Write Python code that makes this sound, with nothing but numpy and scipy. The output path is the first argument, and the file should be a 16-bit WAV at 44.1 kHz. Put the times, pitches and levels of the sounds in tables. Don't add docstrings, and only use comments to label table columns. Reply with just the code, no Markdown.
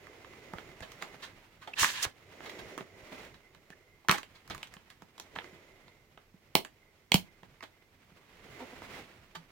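import sys
import numpy as np
from scipy import signal
from scipy.fft import rfft, irfft, next_fast_len
from scipy.io import wavfile
from scipy.ndimage import map_coordinates

SR = 44100
rng = np.random.default_rng(int(sys.argv[2]) if len(sys.argv) > 2 else 0)


def waveform_to_disk(signal):
    frames = np.transpose(np.atleast_2d(signal))
    scaled = np.clip(frames, -1, 1) * 32767
    samples = np.round(scaled).astype(np.int16)
    wavfile.write(sys.argv[1], SR, samples)


N = 419391

ROOM_DECAY = [(150, 0.27), (1000, 0.14), (5000, 0.15), (13000, 0.15)]
ROOM_TONE = [(15, -28.5), (25, 4), (49, -6.5), (373, -13.5), (1440, -39.5), (2050, -27), (5430, -25.5),
             (10000, -33), (13000, -27.5), (16000, -29.5)]
PORT_SHADE = [(60, -4), (180, -3.5), (550, -2), (1650, -7), (4970, -3), (15000, -0.5)]
PORT_LIKENESS = [(40, .85), (290, .93), (900, .6), (3000, .05), (15000, 0)]
WHISTLES = [(3.46, -66, 0.073), (3.88, -69, 0.26), (5.85, -70, .3), (6.86, -70.5, .1), (7.29, -69.5, 0.12),
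            (7.8, -70.5, .12)]
BED_CREAKS = [(8.628, -44.5, 255, 0.032), (8.735, -46.5, 243, 0.012)]

RUSTLE_LEVEL = [(0, -58.5), (.72, -55.5), (.8, -59), (1.15, -55), (1.59, -64), (1.9, -56), (2.1, -67),
                (2.35, -58), (2.45, -53), (2.8, -53), (2.88, -62), (3.02, -56.5), (3.2, -49), (3.4, -66),
                (4.05, -68), (4.3, -64.5), (4.44, -64), (4.55, -52.5), (4.69, -61.5), (5.12, -67.5),
                (5.45, -55), (5.6, -61.5), (6.17, -69), (7.1, -68.5), (7.3, -66), (7.9, -67.5), (8.3, -61),
                (8.6, -51.5), (8.8, -53.5), (8.97, -47), (9.06, -55.5), (9.3, -65), (9.51, -65.5)]
CLOTH_SPECTRUM = [(120, -28), (200, -4.5), (482, -6), (1680, -9.5), (2090, -6.5), (9750, -28.5),
                  (13000, -30), (15500, -28.5)]
GRIP_SPECTRUM = [(12, -37), (20, -9), (92, -1), (146, -0.5), (260, -12.5), (340, -32), (570, -120)]
# f/Hz, width/Hz, level/dB
AIRY_BANDS = [(390.7, 170, 5), (606, 220, -2.5), (2050, 220, 1.5), (5500, 350, -1.5), (6700, 400, 2.5)]
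AIRY_LEVEL = [(0, 0), (1.5, -8), (2.2, -4.5), (2.55, 0.5), (3.25, -3), (3.8, -2), (4.6, -16.5), (5.75, -1),
              (6.2, -9), (6.9, -4.5), (8.1, -13.5), (8.6, -5.5), (8.95, -13.5), (9.51, -7)]
BED_BUMPS = [(0.558, -44.5), (0.818, -41.5), (1.824, -35.5), (2.069, -38.5), (3.036, -50), (4.099, -36.5),
             (4.508, -47), (7.147, -31.5)]

SLEEVE_SLIDE = [(1.755, -60.5, -4), (1.775, -44, -12), (1.795, -34, 4.5), (1.825, -30.5, 5),
                (1.88, -37, -2.5), (1.95, -39.5, -7.5), (2.022, -38.5, -7), (2.029, -36, 5),
                (2.048, -32, -4), (2.06, -43.5, -9.5), (2.13, -74, -1)]
SLEEVE_MODES = [(1000, 180, -6), (1680, 190, 0.5), (2844, 1500, -4), (4400, 2100, -9)]
SHELL_MODES = [(1087, 340, 5), (1277, 160, 5.5), (1670, 460, 0.5), (2200, 300, 2), (2530, 220, 0.5),
               (3150, 530, 2), (4030, 1100, -0.5)]
CAVITY_MODES = [(346, 270, -3.5), (569, 78, -3), (608, 100, -2.5), (930, 289, 1)]
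DISC_MODES = [(670, 90, 20), (2212, 270, 0.5), (2600, 270, -0.5), (3080, 290, 2.5), (4330, 400, 2.5),
              (13000, 3500, 20)]
CRACK_SPECTRUM = [(3000, -5.5), (5500, -3), (6500, -0.5), (10000, -9.5), (14000, -10.5), (16000, -11.5)]
LID_FLEXES = [(0.535, -38), (0.826, -49.5), (1.844, -41.5), (2.587, -48), (2.807, -45.5), (3.119, -46.5),
              (3.703, -49), (4.094, -24.5), (4.121, -33), (4.501, -51.5), (4.765, -48.5), (5.024, -49.5),
              (5.371, -44), (5.529, -51), (6.343, -48.5), (6.553, -30), (7.117, -34.5), (7.1447, -14.5),
              (7.429, -50), (8.119, -53.5)]
SQUEAKS = [(1.739, -34, 2597, 0.0067), (3.73, -49.5, 1780, 0.015)]
# t/s, ring level/dB, ring f/Hz, knock over ring/dB, rise/s
SCUFFS = [(0.819, -37, 1640, -0.5, 0.0048), (1.005, -39, 1580, -1, 0.0087), (1.216, -35, 2380, -14, 0.0087),
          (1.61, -42.5, 980, -17, 0.0079), (1.671, -36.5, 1060, 2, 0.0023), (2.45, -37, 1510, -4.5, 0.0059),
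          (2.493, -33, 1820, -12, 0.0017), (2.586, -35.5, 1580, -3.5, 0.0032),
          (3.117, -41, 953, 2.5, 0.0035), (3.34, -45.5, 1840, -22, 0.0017),
          (4.134, -25.5, 1270, -3.5, 0.0042), (4.173, -30, 1600, -19, 0.0033),
          (4.345, -48, 4000, -20, 0.006), (4.5, -32, 1320, -3.5, 0.0038), (4.895, -46.5, 1940, -13, 0.0045),
          (5.351, -37.5, 1400, -2, 0.0033), (7.624, -38, 1600, -3.5, 0.0032),
          (8.59, -51.5, 1000, 14.5, 0.0097), (9.348, -33, 1380, -3.5, 0.0031)]
# t/s, ring level/dB, ring f/Hz, knock over ring/dB, crack over ring/dB
CASE_CONTACTS = [(0.068, -40, 1300, -11, -9), (0.245, -41, 1600, -18, -17), (0.334, -41, 1300, -10, -17),
                 (0.535, -28.5, 960, 1.5, -12.5), (0.583, -31.5, 1850, -0.5, -16),
                 (0.805, -36.5, 1080, -1, -1), (0.918, -37, 1710, -33, -3), (1.023, -26, 1500, -7, -3.5),
                 (1.143, -41.5, 1100, 0.5, -20), (1.831, -11, 1070, -10, -14),
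                 (1.844, -11.5, 1660, -16.5, -10), (2.05, -21.5, 1650, -3.5, -7),
                 (2.404, -35.5, 1310, -2, -21), (2.777, -35, 1160, 7, 0.5), (2.784, -32.5, 1070, -5, -23),
                 (2.807, -35, 1550, 0, -15), (3.547, -43.5, 1660, -9, -9), (3.702, -41, 1690, -3.5, -3),
                 (4.047, -53, 2075, 7, -10.5), (4.085, -10, 1760, -9, -7), (4.094, -5.5, 1910, -11, -14),
                 (4.107, -16.5, 1300, -10, -13), (4.112, -12, 2100, -9, 2.5), (4.123, -17.5, 1213, -4, -13),
                 (4.157, -29.5, 1500, -6.5, -5), (4.182, -29, 1350, -5, -1.5), (4.23, -33.5, 1650, -8, -7),
                 (4.476, -44, 1220, -10, 1), (4.499, -32.5, 1360, -3, 2), (4.518, -38.5, 3100, -6, -12),
                 (4.547, -33.5, 1020, -12, -2), (4.578, -39, 2100, -2.5, -1),
                 (4.629, -26, 1990, -9.5, -8.5), (4.671, -44.5, 3100, -15, -3),
                 (4.738, -39.5, 1150, -8, -0.5), (4.766, -40.5, 1760, -5, -15),
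                 (4.901, -42.5, 3000, -18.5, 0), (5.02, -42, 1370, 3.5, -6.5), (5.179, -41.5, 3950, -1, -1),
                 (5.198, -35.5, 3000, -4.5, 6.5), (5.36, -27, 1490, -2.5, -22),
                 (5.386, -24.5, 2220, -6.5, -27), (5.417, -41, 1320, -5, -25), (5.442, -39, 1360, -10, -21),
                 (5.88, -44.5, 3060, -4.5, -25), (6.174, -43, 1306, 0.5, -35),
                 (6.648, -30.5, 1880, -9, -5.5), (7.431, -40, 1545, -1, -12.5),
                 (7.606, -37, 1300, -14, -22), (7.625, -33.5, 1460, -7.5, -16),
                 (7.637, -34.5, 2400, -5.5, -9), (8.819, -43.5, 1010, 10.5, -18)]
# t/s, ring level/dB, ring f/Hz, knock over ring/dB, crack over ring/dB
HUB_CONTACTS = [(6.5527, -6, 3150, -4, -1.5), (7.1185, -6.5, 2550, -12, -7),
                (7.142, -4.5, 3400, -10.5, -1.5), (7.156, -17.5, 2240, -18, -15.5)]


def amp(db):
    return 10 ** (np.asarray(db) / 20)


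def unit(x):
    return x / np.sqrt(np.mean(x ** 2) + 1e-20)


def along(points, hz):
    f, values = np.transpose(points)
    return np.interp(np.log(hz + 1), np.log(f + 1), values)


def curves(rows):
    times, *columns = np.transpose(rows)
    return [np.interp(np.arange(N) / SR, times, db, left=-120, right=-120) for db in columns]


def wobble(rate):
    return map_coordinates(rng.standard_normal(int(N * rate / SR) + 4), [np.arange(N) * rate / SR])


def mode(f, hz, width_hz):
    return 1j * f * width_hz / (hz * hz - f * f + 1j * f * width_hz)


def modes(table, f, weight_db=lambda hz: 0):
    return sum((-1) ** k * amp(db + weight_db(hz)) * mode(f, hz, width)
               for k, (hz, width, db) in enumerate(table))


def filtered(x, response):
    size = next_fast_len(x.shape[-1] + 8192)
    return irfft(rfft(x, size) * response(np.fft.rfftfreq(size, 1 / SR)), size)[..., :x.shape[-1]]


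def friction(response, grain_db):
    grains = amp(grain_db * (wobble(250) + 2.1 * wobble(40)))
    noise = grains * rng.standard_normal((2, N))
    spread = lambda f: np.arccos(np.clip(along(PORT_LIKENESS, f), -1, 1)) / 2
    mid, side = filtered(noise, lambda f: response(f) * [np.cos(spread(f)), np.sin(spread(f))])
    return unit(np.array([mid + side, mid - side]))


def swells(table, shape):
    t, out = np.arange(N) / SR, np.zeros(N)
    for middle, db, *more, half_s in table:
        span = slice(max(round((middle - half_s) * SR), 0), round((middle + half_s) * SR))
        u = (t[span] - middle) / half_s
        out[span] += amp(db) * np.cos(np.pi * u / 2) ** 2 * shape(t[span] - middle, u, *more)
    return out


def room_tails(count):
    f, t, spectra = signal.stft(rng.standard_normal((count, 2, SR // 5)), SR, nperseg=256)
    decay = amp(-60 * t / along(ROOM_DECAY, f)[:, None])
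    tail = signal.istft(spectra * decay, SR, nperseg=256)[1]
    tail *= np.clip(np.arange(tail.shape[-1]) / SR / 0.0018, 0, 1)
    return tail / np.linalg.norm(tail, axis=-1, keepdims=True)


def room_tone():
    return amp(-71) * friction(lambda f: amp(along(ROOM_TONE, f)), grain_db=.1)


def mains_hum(hz=92):
    level = amp(-75.5 + 2 * wobble(4.7))
    return level * np.sin(2 * np.pi * hz * np.arange(N) / SR + .6 * wobble(5.4))


def whistle():
    narrow = friction(lambda f: mode(f, hz=2080, width_hz=98) ** 2, grain_db=-1.0)
    return swells(WHISTLES, lambda t, u: 1) * narrow


def cabinet(middle_s=9.39, db=-50, hz=168, half_s=.05):
    return swells([(middle_s, db, half_s)], lambda t, u, hz=hz: (1 - 0.34 * u) * np.sin(2 * np.pi * hz * t))


def bed_creaks(overtone_step_db=-3.5):
    def buzz(t, u, hz):
        return sum(amp(overtone_step_db * k) * np.sin(2 * np.pi * (k + 1) * hz * t) for k in range(4))
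    return swells(BED_CREAKS, buzz)


def bed_bumps(half_s=0.01):
    return swells([(*row, half_s) for row in BED_BUMPS], lambda t, u: np.sin(5.6 * u))


def hands(middling_db=-58, rumble_follows=0.74):
    rustle_db, = curves(RUSTLE_LEVEL)
    cloth_colour = lambda f: amp(along(CLOTH_SPECTRUM, f))
    cloth = friction(cloth_colour, grain_db=.85)
    bands = lambda f: sum(amp(db) * np.abs(mode(f, hz, width)) ** 2 for hz, width, db in AIRY_BANDS)
    airy = friction(lambda f: cloth_colour(f) * bands(f), grain_db=0.5)
    airy_db = curves(AIRY_LEVEL)[0] + 1.2 * wobble(3.4)
    lumps = amp(3.5 * wobble(14)) * friction(lambda f: amp(along(GRIP_SPECTRUM, f)), grain_db=.3)
    rumble_db = -65 + rumble_follows * (rustle_db - middling_db)
    return amp(rustle_db) * (cloth + amp(airy_db) * airy) + amp(rumble_db) * unit(lumps)


def sleeve():
    rub_db, hiss_db = curves(SLEEVE_SLIDE)
    hiss_colour = lambda f: amp(along(CRACK_SPECTRUM, f)) * mode(f, hz=5500, width_hz=13000)
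    hiss = friction(hiss_colour, grain_db=.7)
    rub = friction(lambda f: modes(SLEEVE_MODES, f), grain_db=1.2)
    return amp(rub_db) * (rub + amp(hiss_db) * hiss)


def squeaks():
    drift = lambda t: np.cumsum(.11 * rng.standard_normal(len(t)))
    return swells(SQUEAKS, lambda t, u, hz: np.sin(2 * np.pi * hz * t + drift(t)))


def lid_thumps(rise_s=0.00092, room_db=-17):
    u = np.arange(SR // 8) / SR / rise_s
    push_and_rebound = np.diff(u * np.exp(-u), prepend=0)
    swing = filtered(push_and_rebound, lambda f: mode(f, hz=177, width_hz=35))
    pushes = np.zeros(N)
    for start, db in LID_FLEXES:
        pushes[round(start * SR)] = amp(db) / np.abs(swing).max()
    direct = signal.fftconvolve(pushes, swing)[None, :N]
    room = signal.fftconvolve(direct, room_tails(1)[0], axes=1)[:, :N]
    return direct + amp(room_db) * room


def touches(table, body, focus_db, room_db, clean_break):
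    t, out = np.arange(SR // 8) / SR, np.zeros((2, N + SR))
    unit_peak = lambda x: x / np.abs(x).max()
    for (start, db, hz, knock_db, crack_db, rise_s), tail in zip(table, room_tails(len(table))):
        u = t / rise_s
        push = u ** 2 * np.exp(-u)
        slips = push * rng.standard_normal((3, len(t)))
        shared, per_port = slips[0], slips[1:]
        shared[round(2 * rise_s * SR)] += clean_break
        focus = focus_db * np.clip(1 + db / 70, .2, 1)
        drive_db = lambda mode_hz: -focus * np.log2(mode_hz / hz) ** 2
        ring_colour = lambda f: modes(body, f, drive_db) * mode(f, hz, 4.2 * hz)
        ring = unit_peak(filtered(shared + .6 * per_port, ring_colour))
        knock = unit_peak(filtered(shared + 0.048 * per_port, lambda f: modes(CAVITY_MODES, f)))
        crack = unit_peak(filtered(per_port, lambda f: amp(along(CRACK_SPECTRUM, f))))
        direct = amp(db) * (ring + amp(knock_db) * knock + amp(crack_db) * crack)
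        room = amp(room_db) * signal.fftconvolve(direct, tail, axes=1)
        i = round(start * SR)
        out[:, i:i + len(t)] += direct
        out[:, i:i + room.shape[1]] += room
    return out[:, :N]


def scuffs(crack_db=-9.5, crack_db_per_ms=-0.06):
    rows = [(*row, crack_db + crack_db_per_ms * 1000 * rise_s, rise_s) for *row, rise_s in SCUFFS]
    return touches(rows, SHELL_MODES, focus_db=2.0, room_db=-1.5, clean_break=4.5)


def with_rise(contacts, snap_rise_s=.0003, snap_db=-8.5, slower_s_per_db=.000012):
    return [(*row, snap_rise_s + slower_s_per_db * max(snap_db - row[1], 0)) for row in contacts]


def case_clicks():
    return touches(with_rise(CASE_CONTACTS), SHELL_MODES, focus_db=12, room_db=-4.0, clean_break=8)


def hub_clicks():
    return touches(with_rise(HUB_CONTACTS), DISC_MODES, focus_db=8, room_db=-5.0, clean_break=11)


def scene():
    background = room_tone() + mains_hum()
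    case = squeaks() + case_clicks() + hub_clicks() + scuffs() + lid_thumps()
    furniture = cabinet() + bed_creaks() + bed_bumps()
    return background + furniture + case + sleeve() + hands() + whistle()


def record(dry, right_lag_s=.00005, ceiling=.93, top_hz=16200):
    lag = lambda f: np.exp(-2j * np.pi * f * np.array([[0], [right_lag_s]]))
    shade = lambda f: amp(along(PORT_SHADE, f) * np.array([[.5], [-.5]]))
    band_limit = lambda f: np.clip((top_hz - f) / 200, 0, 1) ** 2
    at_ports = filtered(dry, lambda f: lag(f) * shade(f))
    saturated = at_ports / (1 + np.abs(at_ports / ceiling) ** 6) ** (1 / 6)
    return filtered(saturated, band_limit)


dry = scene()
out = record(dry)
waveform_to_disk(out)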